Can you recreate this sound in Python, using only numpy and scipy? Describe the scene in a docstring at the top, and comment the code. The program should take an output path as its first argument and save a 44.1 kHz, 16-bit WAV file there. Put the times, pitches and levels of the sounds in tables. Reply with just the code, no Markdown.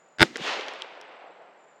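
"""An autumn meadow: one shot from a small revolver, close to the microphone.
The report stutters in a quick run of growing cracks, built from filtered impulses, and overloads the microphone.
A bank slaps back and slopes near and far return soft thuds, all short noise bursts; the tree line
answers with a long noise wash that dulls as it recedes. The hammer is cocked again with small steel
clicks of decaying sines; insects trill in narrow noise bands and swept tones over faint moving air."""
import sys
import numpy as np
from scipy import signal
from scipy.fft import rfft, irfft, next_fast_len
from scipy.io import wavfile
from scipy.ndimage import uniform_filter1d, map_coordinates

SR = 44100
rng = np.random.default_rng(int(sys.argv[2]) if len(sys.argv) > 2 else 0)


def digitize_waveform(pressure):
    """Quantize a signal to 16-bit integers and store it at the path in sys.argv[1].

    Rows of a 2-D input are taken as channels; values are limited to [-1, 1].
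    """
    field = np.atleast_2d(pressure).T
    bounded = np.clip(field, -1, 1)
    quanta = np.round(bounded * 32767).astype(np.int16)
    wavfile.write(sys.argv[1], SR, quanta)


N = 79380  # samples, 1.8 s

SHOT_S = .22815  # the last crack of the stutter


def amp(db):
    """Amplitude factor of a level in dB."""
    return 10 ** (np.asarray(db) / 20)


def unit(x):
    """x scaled to rms 1."""
    return x / np.sqrt(np.mean(x ** 2) + 1e-20)


def clock():
    """Time of every sample in seconds."""
    return np.arange(N) / SR


def along(points, hz):
    """Interpolate (Hz, value) points on a log frequency axis."""
    f, v = np.transpose(points)
    return np.interp(np.log(hz + 1), np.log(f + 1), v)


def filtered(x, gain, causal=False):
    """x times a gain of frequency; a causal one rings only after each hit."""
    m = 2 * next_fast_len(N)
    g = gain(np.fft.rfftfreq(m, 1 / SR))
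    if causal:
        # Folding the cepstrum forward in time gives minimum phase.
        cepstrum = irfft(np.log(np.maximum(g, 1e-6)), m)
        cepstrum[1:m // 2] *= 2
        cepstrum[m // 2 + 1:] = 0
        g = np.exp(rfft(cepstrum))
    return irfft(rfft(x, m) * g, m)[..., :N]


def dulled(x, edge_hz):
    """Causal low-pass."""
    return filtered(x, lambda f: 1 / np.sqrt(1 + (f / edge_hz) ** 6), causal=True)


def delayed(x, s):
    """x, s seconds later."""
    return filtered(x, lambda f: np.exp(-2j * np.pi * f * s))


def noise(gain):
    """Coloured noise of rms 1."""
    return unit(filtered(rng.standard_normal(N), gain))


def hiss(points):
    """Noise of rms 1 with a (Hz, dB) colour."""
    return noise(lambda f: amp(along(points, f)))


def bell(x, centre, width):
    """Gaussian bump with a peak of 1; width is its standard deviation."""
    return np.exp(-.5 * ((x - centre) / width) ** 2)


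def fade(t, t60):
    """Silence before t = 0, then a steady decay of 60 dB in t60 seconds."""
    return (t >= 0) * np.exp(-np.log(1000) * np.abs(t) / t60)


def meadow():
    """Faint air, steady insect trills and one insect whose quick chirps each fall in pitch."""
    # Colour of the air. Each row: frequency in Hz, relative level in dB.
    air_colour = [(30, -29.5), (100, -31.5), (160, -5.5), (280, -8), (600, 4), (1000, -3.5), (1500, -5),
                  (2500, -13), (5000, -25), (8000, -30.5), (9500, -47), (15000, -49.5)]
    air_db = -60
    # Insect trills. Each row: start in seconds, end in seconds, centre in Hz, level in dB.
    trill_rows = [(-.1, .22, 6985, -69.5), (1.58, 1.9, 7150, -74)]
    trill_width_hz = 90
    chirp_hz, chirp_fall_hz, chirp_width_hz = 7570, 750, 90
    chirps_per_s, chirp_db = 27, -77

    t = clock()
    trills = 0
    for start, end, hz, db in trill_rows:
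        gate = uniform_filter1d(1. * (t > start) * (t < end), size=2000)  # softened ends
        trills = trills + amp(db) * gate * noise(lambda f: bell(f, hz, trill_width_hz))

    stroke = (chirps_per_s * t) % 1  # 0 to 1 through each chirp
    pitch_hz = chirp_hz - chirp_fall_hz * (stroke - .5)
    tone = np.sin(2 * np.pi * np.cumsum(pitch_hz) / SR)
    flutter = noise(lambda f: bell(f, 0, chirp_width_hz))  # slow noise roughens the tone
    chirps = tone * flutter * np.sin(np.pi * stroke)
    return amp(air_db) * hiss(air_colour) + trills + amp(chirp_db) * chirps


def crackle():
    """A rough rasp of shaped noise swells through the stutter and fills the gaps between the cracks."""
    # Colour of the rasp. Each row: frequency in Hz, relative level in dB.
    rasp_colour = [(40, -24.5), (100, -9.5), (220, -1), (420, -5.5), (900, 1.5), (1600, 1), (3000, -3.5),
                   (5200, -6), (6200, -15.5), (9000, -19), (10500, -38.5), (15000, -52)]
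    # Swell of the rasp. Each row: time in seconds, level in dB.
    rasp_level = [(0.183, -67), (0.1868, -32.5), (0.189, -46.5), (0.199, -36.5), (.208, -26), (.226, -17.5),
                  (.236, -31), (.25, -60), (.27, -110)]
    level = amp(np.interp(clock(), *np.transpose(rasp_level), left=-120, right=-120))
    return filtered(level * rng.standard_normal(N), lambda f: unit(amp(along(rasp_colour, f))))


def report():
    """Shock fronts, a puff of gas and a low thump; the whole stutters, each crack flipped against the last."""
    # The stutter, earliest crack first. Each row: crack in dB, thump in dB, treble edge in Hz.
    stutter = [(-32.5, -32.5, 10000), (-19, -16.5, 6000), (-7.5, -2, 5100), (-4.5, 6, 7000),
               (1, -10.5, 8100)]
    # Paths of the blast to the microphone: cylinder gap, gun and hands, muzzle, two off the ground.
    # Each row: delay in ms, relative level in dB, treble edge in Hz.
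    paths = [(0, -1, 10000), (.62, -4, 12000), (1.39, -4, 7000), (5.91, -9.6, 1200), (6.47, -6.5, 1000)]
    # Colour of the crack. Each row: frequency in Hz, gain in dB.
    crack_colour = [(30, -38.5), (120, -13.5), (400, 3.5), (800, 4), (1100, -16.5), (1500, 5), (1800, 2.3),
                    (2200, 3), (2800, -6), (3500, -1.43), (5000, -7.5), (6200, -18), (9000, -23.5),
                    (15000, -37.5)]
    # Short hollow ring under the crack. Each row: frequency in Hz, relative level in dB, t60 in seconds.
    thump_modes = [(103, -22.5, 0.023), (159.8, -11.5, 0.05), (228, -12, 0.042), (338.7, -9.5, .042),
                   (892.7, -17, .036)]
    stutter_s, blast_db = .010667, 22  # spacing of the cracks, gain of crack and gas
    thump_attack_s, gas_db, gas_t60_s = 0.0035, -32, 0.022

    t = clock()
    shock = signal.unit_impulse(N)
    fronts = sum(amp(db) * delayed(dulled(shock, hz), ms / 1000) for ms, db, hz in paths)
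    gas = amp(gas_db) * fade(t, gas_t60_s) * rng.standard_normal(N) / 2
    crack = amp(blast_db) * filtered(fronts + gas, lambda f: amp(along(crack_colour, f)), causal=True)

    ring = sum(amp(db) * np.sin(2 * np.pi * hz * t) * fade(t, t60) for hz, db, t60 in thump_modes)
    thump = ring * (1 - np.exp(-t / thump_attack_s))

    out = np.zeros(N)
    for k, (crack_db, thump_db, hz) in enumerate(stutter[::-1]):  # back from the last crack
        blast = dulled(amp(crack_db) * crack + amp(thump_db) * thump, hz)
        out += (-1) ** (k + 1) * delayed(blast, SHOT_S - k * stutter_s)
    return out


def boom():
    """A few slow swings of pressure under the loudest cracks give the shot its weight."""
    centre_s, spread_s, hz, db = .226, 0.0039, 164, -20
    t = clock()
    return amp(db) * bell(t, centre_s, spread_s) * np.sin(2 * np.pi * hz * (t - centre_s))


def grass():
    """The grass close by scatters the blast: a quick noise tail and a faint slower one."""
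    # Colour of the scatter. Each row: frequency in Hz, relative level in dB.
    scatter_colour = [(40, -22), (100, -11), (270, 10), (450, 2), (1000, -6), (2000, -1), (4500, -8),
                      (7000, -13.5), (10000, -31), (15000, -44)]
    near_db, near_t60_s = -29.5, 0.13
    field_db, field_t60_s = -45.5, 1.4
    age = clock() - SHOT_S
    tail = amp(near_db) * fade(age, near_t60_s) + amp(field_db) * fade(age, field_t60_s)
    return hiss(scatter_colour) * tail


def returns():
    """Single echoes as brief noise bursts: bright slaps and dull thuds."""
    # Sharp returns from a bank and single trunks. Each row: time in seconds, level in dB, spread in seconds.
    slap_rows = [(0.3591, -26.5, .0013), (0.364, -28.5, 0.001), (0.382, -36.5, .001), (0.483, -35, 0.0045),
                 (0.688, -36.5, 0.0033)]
    # Colour of the slaps. Each row: frequency in Hz, relative level in dB.
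    slap_colour = [(60, -43), (150, -23.5), (270, -7), (480, 6.5), (800, -15.5), (1600, 1), (3500, -9.5),
                   (5000, -13.5), (6500, -16.5), (9000, -44), (15000, -46.5)]
    # Dull returns from slopes near and far.
    # Each row: time in seconds, level in dB, spread in seconds, centre in Hz.
    thud_rows = [(0.256, -38.5, .005, 270), (0.306, -45, 0.01, 229), (.398, -37.5, 0.0052, 323),
                 (0.412, -38.5, 0.0053, 175), (0.493, -58, 0.01, 112), (0.593, -39.5, 0.01, 370),
                 (0.679, -37.5, 0.0051, 720), (0.975, -42.5, 0.0026, 562), (1.015, -52, 0.01, 594),
                 (1.243, -43.5, 0.0027, 574), (1.268, -50, .012, 680), (1.301, -44.5, 0.0067, 591),
                 (1.406, -55, 0.046, 592)]
    thud_octaves = .45  # spread of each thud's band

    t = clock()
    slap_level = sum(amp(db) * bell(t, s, spread) for s, db, spread in slap_rows)
    bursts = rng.standard_normal(N) * slap_level
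    slaps = filtered(bursts, lambda f: unit(amp(along(slap_colour, f))))

    thuds = np.zeros(N)
    for s, db, spread, hz in thud_rows:
        body = noise(lambda f: bell(np.log2(f + 1), np.log2(hz), thud_octaves))
        thuds += amp(db) * bell(t, s, spread) * body
    return slaps + thuds


def tree_line():
    """Countless small echoes as a noise wash; the later ones have come farther and lost their treble."""
    # Level of the echo. Each row: time in seconds, level in dB.
    echo_level = [(.34, -51), (.375, -44), (.415, -39.5), (.45, -31.5), (.49, -28), (.55, -31), (.64, -38),
                  (.78, -41), (.9, -46), (1.2, -49), (1.4, -53.5), (1.55, -56.5), (1.8, -61.5)]
    # Colour of the wood. Each row: frequency in Hz, relative level at the peak in dB, extra loss in dB per s.
    woods = np.array([(70.4, -54, 18.5), (129.9, -41, -1), (253, -9, 5), (420, 0.5, -0.5), (693, 3, -1.5),
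                      (1200, -0.5, 1), (1990, 0, 5.5), (2842, 1, 12), (4510, -7, 19.5), (6970, -17, 31),
                      (9060, -34.5, 41), (14700, -56, 25)])
    peak_s, grain_db, grain_per_s = 0.45, 1.1, 290

    t = clock()
    hz, s, spectrum = signal.stft(rng.standard_normal(N), SR, nperseg=1024)
    peak_db = along(woods[:, [0, 1]], hz)[:, None]
    loss_db_per_s = along(woods[:, [0, 2]], hz)[:, None]
    colour = amp(peak_db - loss_db_per_s * np.maximum(s - peak_s, 0))
    colour = colour / np.sqrt(np.mean(colour ** 2, axis=0))  # the colour alone changes, not the level
    wash = signal.istft(spectrum * colour, SR, nperseg=1024)[1][:N]

    grain = map_coordinates(rng.standard_normal(N), [t * grain_per_s])  # smooth random level
    grainy = unit(wash * amp(grain_db * grain))
    return grainy * amp(np.interp(t, *np.transpose(echo_level), left=-120))


def brush():
    """The brush answers brightly: a swell of noise just ahead of the tree line's peak."""
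    # Colour of the brush. Each row: frequency in Hz, relative level in dB.
    brush_colour = [(200, -57), (1500, -23), (2600, -7), (3500, -0.5), (5000, -19), (7000, -17),
                    (10000, -38), (15000, -42.5)]
    centre_s, spread_s, db = .445, .028, -39.5
    return amp(db) * bell(clock(), centre_s, spread_s) * hiss(brush_colour)


def action():
    """Each click of the lockwork briefly rings the hand-damped steel as decaying sines."""
    # Trigger, hammer and cylinder clicks.
    # Each row: time in seconds, relative level in dB, extra level of the two lowest modes in dB.
    clicks = [(0.3706, -25, -8), (0.6106, -37.5, 13), (.6835, -34.5, 10), (0.7367, -37, -11),
              (.821, -32.5, 11.5), (1.0131, -32.5, -6)]
    # Modes of the steel. Each row: frequency in Hz, relative level in dB, t60 in seconds.
    steel = [(3180, 3, 0.0052), (3750, -11.5, .008), (5420, 0.5, 0.0033), (7040, -5.5, 0.0037),
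             (10300, -14.5, 0.0044), (12790, -25, .006)]
    # Colour of the clicks. Each row: frequency in Hz, gain in dB.
    click_colour = [(100, -34.5), (1500, -20), (2400, -3), (3100, 0.5), (9000, -0.5), (15000, -13)]
    noise_db, noise_t60_s, attack_s = -17.5, .007, 0.00011

    out = np.zeros(N)
    for s, db, low_db in clicks:
        t = clock() - s
        ring = np.zeros(N)
        for k, (hz, level, t60) in enumerate(steel):
            mode_db = level + low_db * (k < 2) + rng.normal(0, 1)  # no two clicks alike
            ring += amp(mode_db) * np.sin(2 * np.pi * (hz * t + rng.random())) * fade(t, t60)
        tick = amp(noise_db) * fade(t, noise_t60_s) * rng.standard_normal(N)
        out += amp(db) * np.clip(t / attack_s, 0, 1) * (ring + tick)
    return filtered(out, lambda f: amp(along(click_colour, f)), causal=True)


def scene():
    """Nearly mono; only the top treble leans left."""
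    # Lean of the treble. Each row: frequency in Hz, dB added on the left and taken from the right.
    treble_lean = [(3000, 0), (5000, 0.05), (9000, 0.15), (13000, 2.5)]
    shot = report() + boom() + crackle()
    echoes = grass() + returns() + tree_line() + brush()
    mono = meadow() + shot + echoes + action()
    return np.array([filtered(mono, lambda f: amp(side * along(treble_lean, f))) for side in (1, -1)])


def record(dry):
    """The microphone overloads: the loudest cracks clip; nothing is kept above the band limit."""
    clip_top, clip_knee, top_hz = 1.0, 24, 15800  # a higher knee clips harder
    clipped = dry / (1 + np.abs(dry / clip_top) ** clip_knee) ** (1 / clip_knee)
    return filtered(clipped, lambda f: f < top_hz)


dry = scene()
out = record(dry)
digitize_waveform(out)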